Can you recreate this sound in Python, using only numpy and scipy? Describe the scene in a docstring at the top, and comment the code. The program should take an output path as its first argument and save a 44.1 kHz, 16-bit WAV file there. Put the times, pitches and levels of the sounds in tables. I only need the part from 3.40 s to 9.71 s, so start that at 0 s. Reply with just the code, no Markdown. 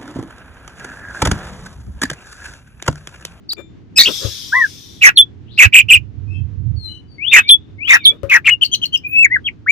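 """A magpie-robin sings in a cage on a roof, so close that loud notes overload both ports; a town rumbles far off.
It opens with a warble, ticks and landing feet, then a squeal that leaves a hiss, another hop, whistles and rasps.
Warbles follow a first chip; a gust buffets the right port while faint birds call.
Upslurs then lead into rasps, with more chips and a hop, before twitters and a last run of arched whistles.
Song is near-sine tone with jitter and overtones; air is shaped noise; perch, wires and frame are damped modes."""
import sys
import numpy as np
from scipy import signal
from scipy.fft import rfft, irfft, next_fast_len
from scipy.io import wavfile
from scipy.ndimage import uniform_filter1d

SR = 44100
rng = np.random.default_rng(int(sys.argv[2]) if len(sys.argv) > 2 else 0)


def generate_wav(signal):
    """Clip the signal to [-1, 1] and save it as 16-bit WAV at the path in sys.argv[1]."""
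    frames = np.transpose(np.atleast_2d(signal))
    scaled = np.clip(frames, -1, 1) * 32767
    pcm = np.round(scaled).astype(np.int16)
    wavfile.write(sys.argv[1], SR, pcm)


N = 278271
TIME = np.arange(N) / SR


def from_db(db):
    """Decibels to gain."""
    return 10 ** (np.asarray(db) / 20)


def unit(x):
    """Scales to an rms of one."""
    return x / np.sqrt(np.mean(x ** 2) + 1e-20)


def follow(rows, t):
    """Reads each column of a curve at the times t."""
    s, *columns = np.transpose(rows)
    return [np.interp(t, s, c) for c in columns]


def add(mix, s, sound):
    """Lays a sound into the mix at s seconds."""
    part = mix[..., max(round(s * SR), 0):][..., :sound.shape[-1]]
    part += sound[..., :part.shape[-1]]


def pan(left_db):
    """Gains of the two ports for a level difference, at equal mean power."""
    gains = from_db([[left_db / 2], [-left_db / 2]])
    return unit(gains)


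def noise(spectrum, size=N):
    """Noise of unit rms, shaped by a spectrum of (hz, db) read along log frequency."""
    hz, db = np.transpose(spectrum)
    padded = next_fast_len(size, True)
    f = np.fft.rfftfreq(padded, 1 / SR)
    shape = from_db(np.interp(np.log(f + 1), np.log(hz), db))
    white = rfft(rng.standard_normal(padded))
    return unit(irfft(white * shape, padded)[:size])


def noise_pair(spectrum, shared):
    """Noise at both ports; shared is the part of the power common to both."""
    shared = np.clip(shared, 0, 1)
    common = noise(spectrum)
    separate = np.array([noise(spectrum), noise(spectrum)])
    return np.sqrt(shared) * common + np.sqrt(1 - shared) * separate


def wobble(size, rate_hz):
    """Smooth random drift of unit rms that moves at up to about rate_hz."""
    padded = next_fast_len(size, True)
    f = np.fft.rfftfreq(padded, 1 / SR)
    white = rfft(rng.standard_normal(padded))
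    return unit(irfft(white / (1 + (f / rate_hz) ** 4), padded)[:size])


def echoes(x, t60, delay_s):
    """Scattered reflections, different at each port, that die away."""
    t = np.arange(SR // 2) / SR
    hits = rng.random((2, len(t))) < 2000 / SR  # about 2000 reflections a second
    taps = rng.standard_normal((2, len(t))) * hits
    taps *= from_db(-60 * t / t60) * (t > delay_s)
    taps /= np.linalg.norm(taps, axis=1, keepdims=True)
    return signal.fftconvolve(x, taps, axes=1)[:, :N]


def outdoors():
    """A gently swelling town rumble, and low, lumpy wind noise mostly on the right port."""
    # town rumble spectrum: hz, level_db
    town_spectrum = [(20, -26), (70, -3), (110, 0), (170, -7), (310, -7), (600, -28), (3000, -38),
                     (6500, -49), (10000, -72)]
    # wind strength before panning: time_s, level_db
    gust_level = [(0, -70), (1.7, -48), (2.25, -32.5), (2.8, -28), (3.0, -23), (3.36, -21), (3.6, -43.5),
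                  (6.3, -44)]
    # wind buffeting spectrum: hz, level_db
    buffet_spectrum = [(25, -39), (55, -11.5), (102, 4), (140, -11), (310, -33), (450, -52), (2000, -110)]
    town_db, town_swell_db = -42, 1.4
    puff_s, puff_db, puff_length_s = 2.269, -11, 0.012  # one sharp puff in the wind

    gust_db, = follow(gust_level, TIME)
    puff = from_db(puff_db) * np.exp(-((TIME - puff_s) / puff_length_s) ** 2)
    strength = from_db(gust_db + 2.6 * wobble(N, 7.7)) + puff
    wind = noise(buffet_spectrum) * strength
    town = noise_pair(town_spectrum, 0.18) * from_db(town_db + town_swell_db * wobble(N, 8.5))
    return pan(-29.0) * wind + pan(1.1) * town


def steps(length):
    """Times through a note, from its start."""
    return np.linspace(0, length, 200)


def envelope(t, attack_s, release_s, depth_db):
    """Attack, hold and release, in dB under the held level."""
    rise = t / max(attack_s, 1e-4)
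    fall = (t[-1] - t) / max(release_s, 1e-4)
    return depth_db * (np.minimum(rise, 1) + np.minimum(fall, 1) - 2)


def arch(start, length, first_hz, turn_hz, last_hz, turn_s, level_db, attack_s, release_s, depth_db):
    """Pitch bends to a turning point and away again. Like all notes: rows of (s, Hz, dB)."""
    bend = 1.6  # pitch leaves its turning point with this power of time
    t = steps(length)
    before = np.maximum(1 - t / turn_s, 0)
    after = np.maximum(t - turn_s, 0) / abs(length - turn_s)
    hz = turn_hz + (first_hz - turn_hz) * before ** bend + (last_hz - turn_hz) * after ** bend
    return np.c_[start + t, hz, level_db + envelope(t, attack_s, release_s, depth_db)]


def syllable(rows, lag_ms, jitter, shimmer, flutter_hz, half_db, octave_db, rush_db=None, fall_db=9,
             steady_holds=False, edge_s=.003):
    """The syrinx swings as a near sine; when strained it shakes and doubles its period, which adds half lines."""
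    # air rushing through the beak: hz, level_db
    rush_spectrum = [(500, -9), (1500, -11.5), (5500, 1.5), (10000, -12), (15000, -3)]
    t = np.arange(rows[0][0] - edge_s / 2, rows[-1][0] + edge_s / 2, 1 / SR)
    hz, db = follow(rows, t)
    strain = 1
    if steady_holds:
        # fast glides (Hz a second) shake the voice; held stretches stay pure
        glide = uniform_filter1d(abs(np.gradient(hz, t)), size=300)
        strain = np.clip(glide / 25000, 0, 1)
    shaken_hz = hz * (1 + strain * jitter * wobble(len(t), flutter_hz))
    phase = 2 * np.pi * np.cumsum(shaken_hz) / SR
    # half the lag on each port, left behind right when positive
    phase = phase - np.pi * hz * lag_ms / 1000 * np.array([[1], [-1]])
    halves = np.sin(phase / 2) + np.sin(phase + phase / 2)
    # weak overtones, each fall_db under the last
    overtones = sum(from_db(-fall_db * (k - 2.5)) * np.sin(k * phase) * (k * hz < SR / 2)
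                    for k in range(2, 7))
    tone = np.sin(phase) + from_db(half_db) * halves + from_db(octave_db) * overtones
    if rush_db is not None:
        # turbulent air comes in short spurts and grows with the tone
        rush = np.array([noise(rush_spectrum, len(t)), noise(rush_spectrum, len(t))])
        spurts = unit(np.exp(.5 * wobble(len(t), flutter_hz)))
        tone = tone + strain * from_db(rush_db) * rush * spurts
    to_edge_s = np.minimum(t - t[0], t[-1] - t)
    edges = np.sin(np.pi / 2 * np.clip(to_edge_s / edge_s, 0, 1)) ** 2
    flicker = np.exp(strain * shimmer * wobble(len(t), flutter_hz))
    return tone * from_db(db) * edges * flicker


def far_birds():
    """Thin whistles and one hoarse upward call, near sines panned left."""
    # thin calls, level before panning:
    # start_s, length_s, first_hz, turn_hz, last_hz, turn_after_s, level_db, attack_s, release_s
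    thin_calls = [ (2.865, 0.13, 2470, 2630, 2546, 0.067, -42, 0.036, 0.042),
                  (2.92, 0.097, 3100, 3190, 3110, 0.041, -50.5, 0.026, .03),
                  (3.355, .19, 4480, 4070, 4015, 0.11, -29, 0.09, 0.087),
                  (3.466, 0.12, 2930, 2990, 2980, .06, -35, 0.046, 0.033),
                  (3.67, 0.11, 4720, 4500, 4630, 0.066, -47, 0.061, 0.07), ]
    # one faint, hoarse call, same columns
    hoarse_call = (2.04, .15, 2700, 4500, 4550, .14, -43, .06, .02)
    out = np.zeros((2, N))
    for row in thin_calls:
        note = arch(*row, depth_db=14.5)
        call = syllable(note, -0.051, jitter=.006, shimmer=0.29, flutter_hz=118.8,
                        half_db=-38.0, octave_db=-32, edge_s=0.021)
        add(out, row[0], call)
    note = arch(*hoarse_call, depth_db=13)
    call = syllable(note, -0.06, jitter=.08, shimmer=.4, flutter_hz=600,
                    half_db=-39, octave_db=-41.5, edge_s=0.054)
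    add(out, hoarse_call[0], call)
    return out * pan(15)


def ring(modes, push_s):
    """Damped modes set going by a push that builds over push_s."""
    t = np.arange(SR // 2) / SR
    body = sum(from_db(db - 60 * t / t60) * np.sin(2 * np.pi * (hz * t + rng.random()))
               for hz, db, t60 in modes)
    return body * (1 - np.exp(-t / push_s))


def cage():
    """Feet scuff and knock the perch, ring the wires and shake the frame; wings push puffs of air."""
    # feet landing, each part before panning: time_s, perch_knock_db, wire_ring_db, frame_thud_db
    landings = [(.168, -65, -41, -76.5), (.181, -53, -37.5, -55), (0.847, -29.5, -61, -15),
                (4.833, -20.5, -68.5, -23)]
    # modes of the wooden perch: hz, level_db, t60_s
    perch_modes = [(549, 8, 0.13), (1066, -24, 0.086)]
    # modes of the cage wires: hz, level_db, t60_s
    wire_modes = [(2370, 3, 0.17), (3570, -5, .33), (7160, -15, 0.34)]
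    # modes of the cage frame: hz, level_db, t60_s
    frame_modes = [(76.5, 0, 0.18), (103, 6.5, 0.13)]
    # wing strokes, level before panning: centre_s, level_db, bell_width_s
    wing_strokes = [(0.197, -32.5, 0.014), (0.694, -21, 0.017), (0.85, -27, 0.023), (4.724, -38.5, 0.03)]
    # air pushed by a wing, also the colour of the foot scuff: hz, level_db
    wing_air = [(60, -22), (200, -11), (380, -2.5), (560, -4.5), (800, -26.5), (1250, -15), (2200, -29),
                (8000, -47)]

    feet = np.zeros(N)
    for s, perch_db, wire_db, thud_db in landings:
        wood = ring(perch_modes, 0.0019)
        scuff = .5 * noise(wing_air, len(wood)) * np.exp(-TIME[:len(wood)] / 0.027)
        wires = from_db(wire_db) * ring(wire_modes, 0.00027)
        thud = from_db(thud_db) * ring(frame_modes, 0.0047)
        add(feet, s, from_db(perch_db) * (wood + scuff) + wires + thud)
    strokes = sum(from_db(db) * np.exp(-((TIME - s) / width) ** 2 / 2) for s, db, width in wing_strokes)
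    return pan(22) * (feet + strokes * noise(wing_air))


def hiss():
    """A bright noise lingers after the squeal, in drifting narrow streaks; its treble fades faster."""
    # strength before streaks, dulling and panning: time_s, level_db
    hiss_level = [(.56, -100), (.62, -27), (.76, -25.5), (1.05, -32.5), (1.5, -42.5), (1.65, -48),
                  (1.9, -110)]
    # spectrum before streaks and dulling: hz, level_db
    hiss_spectrum = [(900, -28.5), (2900, -14.5), (3500, -1), (4400, -8.5), (5600, -3), (7300, -17),
                     (10000, -22.5), (14800, -19.5), (15500, -45.5)]
    level_db, = follow(hiss_level, TIME)
    hz, t, z = signal.stft(noise_pair(hiss_spectrum, .3), SR, nperseg=512)
    # random gains smoothed a little across pitch and longer along time
    grain = uniform_filter1d(rng.standard_normal(z.shape[1:]), size=3, axis=0)
    streaks = unit(uniform_filter1d(grain, size=24, axis=1))
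    # over one second the top of the spectrum sinks
    dulling = hz[:, None] / hz[-1] * np.clip(t - hiss_level[2][0], 0, 1)
    streaked = signal.istft(z * from_db(3 * streaks - 5.5 * dulling), SR, nperseg=512)[1][:, :N]
    return pan(6) * streaked * from_db(level_db)


def ticks():
    """Dry broadband ticks around the end of the first warble: white noise in bells a few ms long."""
    # sharp ticks: centre_s, level_db
    tick_list = [(.1247, -31.5), (0.1337, -22)]
    bursts = sum(from_db(db) * np.exp(-((TIME - s) / 0.002) ** 2) for s, db in tick_list)
    return bursts * rng.standard_normal((2, N))


def sing(syllables, gain_db, **voice):
    """Syllables of one kind, each from where the beak is at that moment."""
    # where the beak is: time_s, left_port_lag_ms, left_minus_right_db
    beak_path = [(.11, -0.068, 2.5), (.6, -0.05, 3.5), (1.2, .07, 3), (1.65, 0.31, -2), (2.53, .36, -4.5),
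                 (3.87, 0.3, 13), (3.95, 0.4, -1.5), (4.475, 0.26, 10), (4.52, 0.16, 4), (4.68, 0.446, -4),
                 (4.93, 0.095, 3), (5.24, -0.08, 7), (5.75, -.14, 4.5), (6.29, -0.053, 3.5)]
    out = np.zeros((2, N))
    for rows in syllables:
        middle_s = (rows[0][0] + rows[-1][0]) / 2
        lag_ms, left_db = follow(beak_path, middle_s)
        add(out, rows[0][0], pan(left_db) * syllable(rows, lag_ms, **voice))
    return from_db(gain_db) * out


def upslur(start, length, level_db):
    """Pitch climbs in an S and levels off."""
    low_hz, high_hz, rise_s = 2158, 3660, .14
    t = steps(length)
    climb = np.sin(np.pi / 2 * np.minimum(t / rise_s, 1)) ** 2
    hz = low_hz + (high_hz - low_hz) * climb
    return np.c_[start + t, hz, level_db + envelope(t, attack_s=.045, release_s=.02, depth_db=20)]


def lead_ins():
    """Soft, fluttering upslurs whose echoes hang in the air under the rasps."""
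    # rising whistles that lead into a rasp: start_s, length_s, level_db (before panning)
    upslur_notes = [(3.781, .187, -16.5), (4.381, 0.176, -20.5)]
    slurs = sing([upslur(*row) for row in upslur_notes], gain_db=0, jitter=0.0083, shimmer=.35,
                 flutter_hz=70, half_db=-71.5, octave_db=-51.5)
    return slurs + from_db(-14) * echoes(slurs, t60=.6, delay_s=.008)


def warble(start, length, centre_hz, dip_s, period_s, level_db, attack_s, release_s):
    """Pitch swings evenly about its centre."""
    depth = .1  # share of the pitch
    t = steps(length)
    hz = centre_hz * (1 - depth * np.cos(2 * np.pi * (t - dip_s) / period_s))
    return np.c_[start + t, hz, level_db + envelope(t, attack_s, release_s, depth_db=24)]


def squeak(start, length, hz, level_db, attack_s):
    """One pitch, briefly held."""
    t = steps(length)
    level = level_db + envelope(t, attack_s, release_s=.008, depth_db=24)
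    return np.c_[start + t, np.full(len(t), hz), level]


def twitter(start, length, top_hz, level_db):
    """A small arch, loudest as it comes down."""
    first, last, turn = .9, 0.863, 0.35  # end pitches as shares of the top; where the top lies
    return arch(start, length, first * top_hz, top_hz, last * top_hz, turn * length, level_db,
                attack_s=0.022, release_s=0.0037, depth_db=17.5)


def robin_high():
    """Squeal, squeaks and twitters: strained tones with half lines, sung further back in the cage."""
    # levels are before the gain_db of each kind and panning
    # one harsh, high warble:
    # start_s, length_s, centre_hz, first_dip_after_s, period_s, level_db, attack_s, release_s
    squeal_note = (.582, .048, 4080, .006, 0.016, 4.4, 0.003, 0.01408)
    # harsh squeaks around the squeal and the twitters:
    # start_s, length_s, pitch_hz, level_db, attack_s, half_lines_db
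    squeak_notes = [(0.557, 0.031, 5200, -2.5, 0.02, -4.5), (0.629, 0.026, 4430, -11, 0.0025, -11.5),
                    (5.232, 0.036, 4445, -15, 0.013, -31), (5.343, 0.021, 4220, -15, 0.0018, -34),
                    (5.447, 0.024, 4250, -18, 0.0045, -33), (5.56, .025, 5150, -27, 0.013, -26.5)]
    # quick arches that swell: start_s, length_s, top_hz, level_db, overtones_db
    twitter_notes = [(5.211, 0.027, 3170, 1, -40), (5.314, .035, 3272, -9, -18.5),
                     (5.415, .032, 3200, -8.5, -34.5), (5.523, 0.04, 3198, -8, -35)]

    squeaking = sum(sing([squeak(*row)], gain_db=-0.5, jitter=.025, shimmer=0.348, flutter_hz=450,
                         half_db=half_db, octave_db=-38, rush_db=-19, edge_s=.006)
                    for *row, half_db in squeak_notes)
    twittering = sum(sing([twitter(*row)], gain_db=0.5, jitter=0.011, shimmer=0.27, flutter_hz=302,
                          half_db=-48.5, octave_db=octave_db, rush_db=-34, fall_db=19)
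                     for *row, octave_db in twitter_notes)
    squealing = sing([warble(*squeal_note)], gain_db=-2, jitter=.016, shimmer=0.37, flutter_hz=304.2,
                     half_db=-11.5, octave_db=-23, rush_db=-22.5)
    return squeaking + twittering + squealing


def chip(s, length, flick_db, held_db):
    """A soft high lead flicks down, then steps up to a held note that sags and fades."""
    lead_hz, low_hz, held_hz, sag_hz_per_s = 4400, 3160, 3531, 3500
    lead_s, flick_s, step_s, lead_db = .016, .014, 0.0037, -23  # lead_db is relative to the flick
    t = steps(lead_s + length) - lead_s
    corners = [-step_s, step_s / 2, flick_s, flick_s + step_s]
    hz = np.interp(t, corners, [lead_hz, held_hz, low_hz, held_hz])
    db = np.interp(t, corners, [flick_db + lead_db, flick_db, flick_db, held_db])
    sag = sag_hz_per_s * np.maximum(t - flick_s, 0)
    level = db + envelope(t + lead_s, attack_s=.006, release_s=.016, depth_db=26)
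    return np.c_[s + t, hz - sag, level]


def rasp(start, length, ratio, level_db, attack_s, release_s, second_db):
    """Two notes: one side of the syrinx tumbles down; the other joins halfway and holds its pitch."""
    # tumbling pitch before each rasp's ratio: share_of_length, pitch_hz
    rasp_fall = [(0, 2538), (.15, 2761), (.35, 2062), (.45, 2469), (.6, 1920), (.75, 1958), (1, 1445)]
    second_hz, second_from, second_to = 2598, .5, 1.146  # from and to are shares of the length
    t, held = steps(length), steps(length * (second_to - second_from))
    hz, = follow(rasp_fall, t / length)
    first_level = level_db + envelope(t, attack_s, release_s, depth_db=17)
    second_level = second_db + envelope(held, attack_s=.002, release_s=0.02, depth_db=23.5)
    return [np.c_[start + t, ratio * hz, first_level],
            np.c_[start + length * second_from + held, np.full(len(held), second_hz), second_level]]


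def robin():
    """Whistles, chips, warbles and rasps, from pure tone to harsh half lines and rushing air."""
    # levels are before the gain_db of each kind and panning
    # arched whistles; the one near 15 kHz is a thin overtone above a long note:
    # start_s, length_s, first_hz, turn_hz, last_hz, turn_after_s, level_db, attack_s, release_s
    whistle_notes = [ (1.119, 0.15, 1370, 2020, 1466, 0.051, -10, 0.009, 0.022),
                     (1.133, 0.1, 940, 1074, 970, 0.054, -19, 0.0087, 0.042),
                     (4.029, 0.077, 2130, 2273, 2515, .02, -18.5, 0.072, .003),
                     (4.57, 0.16, 2780, 2230, 2395, 0.074, -35.5, .002, 0.0066),
                     (5.104, 0.044, 2700, 2926, 2760, 0.007, -7.5, 0.0037, 0.013),
                     (5.634, 0.057, 2340, 2474, 2460, .025, -19, .018, .02),
                     (5.693, .153, 2490, 2642, 2380, .125, -6.5, 0.092, 0.0095),
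                     (5.659, .16, 14850, 15520, 15450, .11, -39, 0.031, .04),
                     (5.838, 0.026, 2460, 2346, 1577, .004, 2, .008, 0.015),
                     (5.899, .073, 1770, 2097, 1345, 0.0436, -11, 0.022, 0.006),
                     (6.042, 0.049, 3230, 3380, 1888, 0.015, -15, 0.024, 0.0031),
                     (6.262, 0.046, 1300, 2312, 2370, .034, -4, 0.03, 0.0017), ]
    # chips: downward_flick_s, length_from_flick_s, flick_db, held_note_db
    chip_notes = [(1.772, 0.056, 3.5, 4.5), (4.09, 0.062, 0, 5.5), (4.652, 0.059, 1, -0.5)]
    # rasps: start_s, length_s, pitch_ratio, level_db, attack_s, release_s, second_voice_db
    rasp_notes = [ (1.61, 0.085, 0.97, 3, 0.029, 0.023, -10), (2.173, 0.085, 1, -0.5, .017, 0.023, -3),
                  (3.911, 0.087, 0.99, 1.5, 0.022, 0.029, -4.5),
                  (4.472, .095, 0.98, -1.5, .028, 0.02, -13.5), (4.89, 0.088, .96, -3, 0.031, 0.018, -23), ]
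    # warbles: start_s, length_s, centre_hz, first_dip_after_s, period_s, level_db, attack_s, release_s,
    # pitch_jitter_share, half_lines_db
    warble_notes = [ (0.086, 0.045, 4280, 0.024, 0.03, -20, 0.0048, 0.0053, 0.0046, -54),
                    (0.649, 0.046, 3050, 0.0058, 0.018, -10.5, 0.0032, 0.015, .02, -32.5),
                    (2.323, .094, 2598, 0.029, 0.025, 5, 0.024, 0.027, .045, -37.5),
                    (2.482, .094, 2671, 0.035, .042, 4, 0.027, 0.028, 0.017, -36.5),
                    (5.043, 0.062, 2486, .04, 0.042, -4, 0.022, 0.0086, 0.0696, -27), ]

    warbling = sum(sing([warble(*row)], gain_db=0.87, jitter=jitter, shimmer=0.38, flutter_hz=399,
                        half_db=half_db, octave_db=-40, rush_db=-29, steady_holds=True, edge_s=.005)
                   for *row, jitter, half_db in warble_notes)
    whistling = sing([arch(*row, depth_db=23) for row in whistle_notes], gain_db=2.0, jitter=0.0054,
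                     shimmer=.1, flutter_hz=105, half_db=-75, octave_db=-47.5, rush_db=-60.5, fall_db=2.5)
    chipping = sing([chip(*row) for row in chip_notes], gain_db=1.7, jitter=0.018, shimmer=0.32,
                    flutter_hz=400, half_db=-53.5, octave_db=-44.5, rush_db=-29.5, steady_holds=True)
    rasping = sing([note for row in rasp_notes for note in rasp(*row)], gain_db=2.0, jitter=0.045,
                   shimmer=0.38, flutter_hz=483, half_db=-24.5, octave_db=-43.5, rush_db=-25.5, edge_s=.009)
    return warbling + whistling + chipping + rasping


def scene():
    """The robin with quick echoes off cage and roof, wetter when further back; far birds with a longer tail."""
    high, far = robin_high(), far_birds()
    song = robin() + high
    near_echo = from_db(-9.5) * echoes(song, t60=0.057, delay_s=.004)
    wide_send = from_db(-42.5) * song + from_db(-25.5) * high
    wide_echo = echoes(wide_send, t60=0.19, delay_s=.015)
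    far_echo = from_db(-4.5) * echoes(far, t60=0.17, delay_s=0.017)
    background = outdoors() + far + far_echo + cage() + hiss() + ticks()
    return background + lead_ins() + song + near_echo + wide_echo


def record(dry):
    """Each port saturates with a tight knee at full scale; then a low-pass limits the band."""
    knee, cutoff_hz = 8, 15600
    fine = signal.resample_poly(dry, 2, 1, axis=1)  # double rate, so clipping folds back less
    saturated = fine / (1 + abs(fine) ** knee) ** (1 / knee)
    clipped = signal.resample_poly(saturated, 1, 2, axis=1)
    low_pass = signal.firwin(255, cutoff_hz, window=("kaiser", 7), fs=SR)
    return signal.oaconvolve(clipped, low_pass[None], "same")


dry = scene()
out = record(dry)
generate_wav(out)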